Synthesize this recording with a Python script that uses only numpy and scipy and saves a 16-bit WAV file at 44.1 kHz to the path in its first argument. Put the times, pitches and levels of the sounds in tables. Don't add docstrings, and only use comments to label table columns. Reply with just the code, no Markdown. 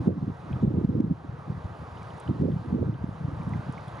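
import sys
import numpy as np
from scipy import signal
from scipy.io import wavfile
from scipy.ndimage import uniform_filter1d

SR = 44100
rng = np.random.default_rng(int(sys.argv[2]) if len(sys.argv) > 2 else 0)


def unload_audio(sound):
    columns = np.transpose(np.atleast_2d(sound))
    steps = np.round(np.clip(columns, -1, 1) * 32767)
    wavfile.write(sys.argv[1], SR, steps.astype(np.int16))


N = 176400
T = np.arange(N) / SR

# (time [s], level [dB])
GUST_LEVEL = [(0, -25), (.05, -28.5), (.1, -16.5), (.17, -27.5), (.3, -30.5), (.37, -42), (.52, -30),
              (.58, -37), (.65, -23.5), (.8, -19.5), (.87, -29.5), (.96, -18.5), (1.02, -23), (1.19, -36),
              (1.33, -33.5), (1.42, -48.5), (1.5, -32), (1.62, -41.5), (2.25, -44), (2.3, -24), (2.38, -29),
              (2.45, -16), (2.61, -32.5), (2.68, -31), (2.74, -22), (2.87, -23.5), (2.99, -37.5),
              (3.17, -36), (3.35, -34), (3.5, -31.5), (3.6, -35.5), (3.66, -41), (3.9, -42), (4, -38)]
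# (low [Hz], high [Hz], level in a strong gust [dB], growth [dB per dB of gust], L-R [dB])
RUMBLE_BANDS = [(71, 140, -29.5, 0.71, 1.1), (104.8, 181.7, -24.5, 1.0, 0.7), (227, 342.3, -30, 1.44, -6),
                (331, 507, -39, 1.9, -13)]
# (time [s], strength [dB], pitch [Hz])
EDDIES = [(0.08, -1, 184), (0.179, -12.5, 190), (.229, -11.5, 158), (.28, -16, 202), (.3, -14, 178),
          (0.51, -18.5, 167), (.561, -17.5, 163), (0.638, -5.5, 169), (.648, -5, 166), (0.678, -6, 161),
          (.787, -9, 187), (.848, -4.5, 167), (0.893, -8, 191), (0.933, -18, 182), (.982, -7, 182),
          (1.005, -2.5, 242), (1.045, -7.5, 177), (1.111, -6.5, 193), (1.123, -10, 166), (1.502, -19, 141),
          (1.655, -20, 128), (1.828, -28.5, 167), (2.298, -9.5, 120), (2.313, -11.5, 197),
          (2.422, -8.5, 241), (2.447, -24, 186), (2.479, -9.5, 175), (2.564, -14, 150), (2.728, -12.5, 176),
          (2.749, -9.5, 200), (2.822, -14.5, 145), (2.896, -12, 156), (3.043, -14, 171), (3.09, -18, 160),
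          (3.285, -20, 118), (3.475, -18, 135), (3.526, -20.5, 157), (3.559, -17.5, 156),
          (3.595, -21.5, 143), (3.697, -19, 136)]
# (time [s], peak [dB])
PORT_CRACKS = [(0.08, -43), (.846, -40.5), (1.005, -36)]
# (time [s], level [dB], starting pitch [Hz])
MELT_DRIPS = [(.527, -50.5, 2490), (0.529, -53.5, 3170), (1.971, -53, 2950), (2.02, -51.5, 2220),
              (2.103, -52, 3010), (2.276, -48, 2980), (2.518, -53.5, 3120), (2.685, -52.5, 1950),
              (2.94, -56.5, 3030), (3.414, -53, 2290), (3.535, -42.5, 2000), (3.778, -43, 2160),
              (3.881, -56.5, 3330), (3.99, -43, 2080)]
# (time [s], peak [dB], band centre [Hz])
ICE_TICKS = [(.97, -57, 10650), (2.03, -48, 6700), (2.18, -52, 9200), (2.2, -39.5, 9300),
             (2.205, -44, 9400), (3.433, -53, 7370), (3.493, -50, 7040), (3.725, -44.5, 8700),
             (3.882, -48, 9840)]
# (time [s], level [dB])
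RUSH_SWELL = [(0, -46.5), (.3, -45), (.58, -45.5), (.9, -46), (1.3, -46), (2.1, -44.5), (2.9, -46.5),
              (3.5, -44.5), (4, -43)]
# (frequency [Hz], relative spectral density [dB])
RUSH_COLOUR = [(100, -14), (300, -6.5), (480, 1.5), (640, -0.5), (800, 2), (1150, -0.5), (1600, -9),
               (2500, -20.5), (3700, -22.5), (5000, -29), (7000, -34.5), (8300, -40.5), (10000, -30),
               (12000, -35), (15000, -37.5)]
# (time [s], gain [dB])
RUSH_TREBLE = [(0, 1.5), (.35, 0), (.55, -0.5), (1, -.5), (1.5, -2.5), (2.05, 1), (2.6, 1.5), (3, -3),
               (3.55, 1), (4, 0)]
# (frequency [Hz], coherence [0-1])
RUSH_COHERENCE = [(300, .8), (550, 0.63), (850, 1), (2400, 0.61), (5000, .9), (10000, 0.86)]
# (frequency [Hz], L-R [dB])
RUSH_PAN = [(200, 4.5), (500, 4), (900, -2), (1800, -4), (3500, -4), (6000, -1), (10000, 0.5)]
# (frequency [Hz], phase [rad])
RUSH_LEAD = [(300, 0.98), (700, -.95), (1800, -1.08), (2800, -.55), (4500, -0.47), (9000, 0.42)]

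WIND_LAG_S = 0.00041


def wind_rumble():
    strong_gust_db = -21
    gust_db = over_time(GUST_LEVEL) - strong_gust_db
    return sum(place(from_db(db + growth * gust_db) * turbulence(low, high), pan_db, WIND_LAG_S)
               for low, high, db, growth, pan_db in RUMBLE_BANDS)


def turbulence(low_hz, high_hz, evenness=0.68, lump_db=5, window=2200):
    churn = noise(low_hz, high_hz)
    power = uniform_filter1d(uniform_filter1d(churn ** 2, window), window // 2) + 1e-6
    lumps = from_db(lump_db * drift(rate_hz=46.4))
    return unit_power(churn / power ** (evenness / 2) * lumps)


def eddy_thumps(width_cycles=0.47, wake_s=0.0076):
    swings, wakes = np.zeros((2, N))
    for s, db, hz in EDDIES:
        cycles = (T - s) * hz
        envelope = np.exp(-.5 * (cycles / width_cycles) ** 2)
        swings += from_db(db - 2.5) * np.sin(2 * np.pi * cycles) * envelope
        wakes += from_db(db - 14.5) * np.exp(-.5 * ((T - s) / wake_s) ** 2)
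    return place(swings + wakes * turbulence(95, 290), pan_db=-1.5, lag_s=WIND_LAG_S)


def port_cracks(decay_s=0.00079):
    cracks = sum(from_db(db) * snap(s, decay_s, 500, 2200, order=1) for s, db in PORT_CRACKS)
    return place(cracks, pan_db=-1.5)


def drips(attack_s=0.0016, decay_s=0.0029, rise_per_s=4.4):
    out = np.zeros(N)
    for s, db, hz in MELT_DRIPS:
        t = np.clip(T - s, 0, .1)
        splash = from_db(-7.5) * noise(hz * .92, hz * 1.2)
        bubble = np.sin(2 * np.pi * hz * t * (1 + rise_per_s * t / 2))
        envelope = (1 - np.exp(-t / attack_s)) * np.exp(-t / decay_s)
        out += from_db(db) * envelope / (envelope.max() + 1e-9) * (bubble + splash)
    return place(out, pan_db=-5.5)


def thawing_ice(tick_decay_s=.0009, band_ratio=1.24, clicks_per_band_per_s=39):
    out = sum(from_db(db) * snap(s, tick_decay_s, hz / band_ratio, hz * band_ratio)
              for s, db, hz in ICE_TICKS)
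    rush_db = over_time(RUSH_SWELL)
    crackle_gain = from_db(-57.5 + 2.5 * (rush_db - rush_db.max()))
    for hz in (2600, 3400, 4100, 6650, 9800):
        onsets = rng.random(N) < clicks_per_band_per_s / SR
        clicks = onsets * from_db(2.5 * np.minimum(rng.exponential(1, N), 2))
        r, w = np.exp(-hz / (2.5 * SR)), 2 * np.pi * hz / SR
        ring = signal.lfilter([0, np.sin(w)], [1, -2 * r * np.cos(w), r * r], clicks + 1e-18)
        out += crackle_gain * ring
    return place(out, pan_db=1.5)


def far_rush(waver_db=1.02, full_treble_hz=4000):
    out, edges = 0, np.geomspace(110, 15500, 23)
    treble_db = over_time(RUSH_TREBLE)
    for low, high in zip(edges, edges[1:]):
        hz = np.sqrt(low * high)
        coherence = at_hz(RUSH_COHERENCE, hz)
        mid = np.sqrt(1 + coherence) * noise(low, high)
        side = np.sqrt(1 - coherence) * noise(low, high) * [[1], [-1]]
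        db = at_hz(RUSH_COLOUR, hz) + waver_db * drift(rate_hz=8)
        db += treble_db * min(hz / full_treble_hz, 1)
        lag_s = at_hz(RUSH_LEAD, hz) / (2 * np.pi * hz)
        out += np.sqrt(high - low) * from_db(db) * place(mid + side, at_hz(RUSH_PAN, hz), lag_s)
    return unit_power(out) * from_db(over_time(RUSH_SWELL))


def from_db(db):
    return 10 ** (db / 20)


def unit_power(x):
    return x / np.sqrt(np.mean(x ** 2) + 1e-20)


def over_time(points):
    return np.interp(T, *np.transpose(points))


def at_hz(points, hz):
    freqs, values = np.transpose(points)
    return np.interp(np.log(hz), np.log(freqs), values)


def band(x, low_hz, high_hz, order):
    return signal.sosfilt(signal.butter(order, [low_hz, high_hz], "band", fs=SR, output="sos"), x + 1e-18)


def noise(low_hz, high_hz):
    return unit_power(band(rng.standard_normal(N + SR // 4), low_hz, high_hz, order=3)[-N:])


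def snap(start_s, decay_s, low_hz, high_hz, order=2):
    envelope = (T >= start_s) * np.exp(-np.clip((T - start_s) / decay_s, 0, 20))
    burst = band(envelope * rng.standard_normal(N), low_hz, high_hz, order)
    return burst / np.abs(burst).max()


def drift(rate_hz, hop=40):
    r = np.exp(-2 * np.pi * rate_hz * hop / SR)
    slow = signal.lfilter([1], [1, -2 * r, r * r], rng.standard_normal(N // hop + 2002))[2000:]
    return np.interp(np.arange(N) / hop, np.arange(len(slow)), unit_power(slow))


def place(x, pan_db, lag_s=0):
    left, right = np.broadcast_to(x, (2, N))
    return np.array([from_db(pan_db / 2) * np.interp(T + lag_s / 2, T, left),
                     from_db(-pan_db / 2) * np.interp(T - lag_s / 2, T, right)])


def scene():
    low_cut = signal.butter(3, 60, "high", fs=SR, output="sos")
    wind = signal.sosfilt(low_cut, wind_rumble() + eddy_thumps())
    return wind + port_cracks() + far_rush() + drips() + thawing_ice()


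def record(dry):
    overload, threshold_db, slope = 0.7, -17.5, 0.55
    attack_s, release_db_per_s = 0.0034, 16
    fade_in = np.sin(np.pi / 2 * np.minimum(T / .004, 1)) ** 2
    x = overload * np.tanh(dry * fade_in / overload)
    peak_db = 20 * np.log10(np.abs(x).max(axis=0) + 1e-9)
    duck_db = slope * np.maximum(peak_db - threshold_db, 0)
    duck_db = np.maximum.accumulate(duck_db + release_db_per_s * T) - release_db_per_s * T
    r = np.exp(-1 / (attack_s * SR))
    x = x * from_db(-signal.lfilter([1 - r], [1, -r], duck_db))
    x = signal.lfilter(*signal.iirnotch(7900, Q=16, fs=SR), x)
    dull = signal.sosfiltfilt(signal.butter(8, 10500, fs=SR, output="sos"), x)
    x = dull + from_db(-20.5) * (x - dull)
    return signal.sosfilt(signal.ellip(10, .2, 70, 15100, fs=SR, output="sos"), x)


dry = scene()
out = record(dry)
unload_audio(out)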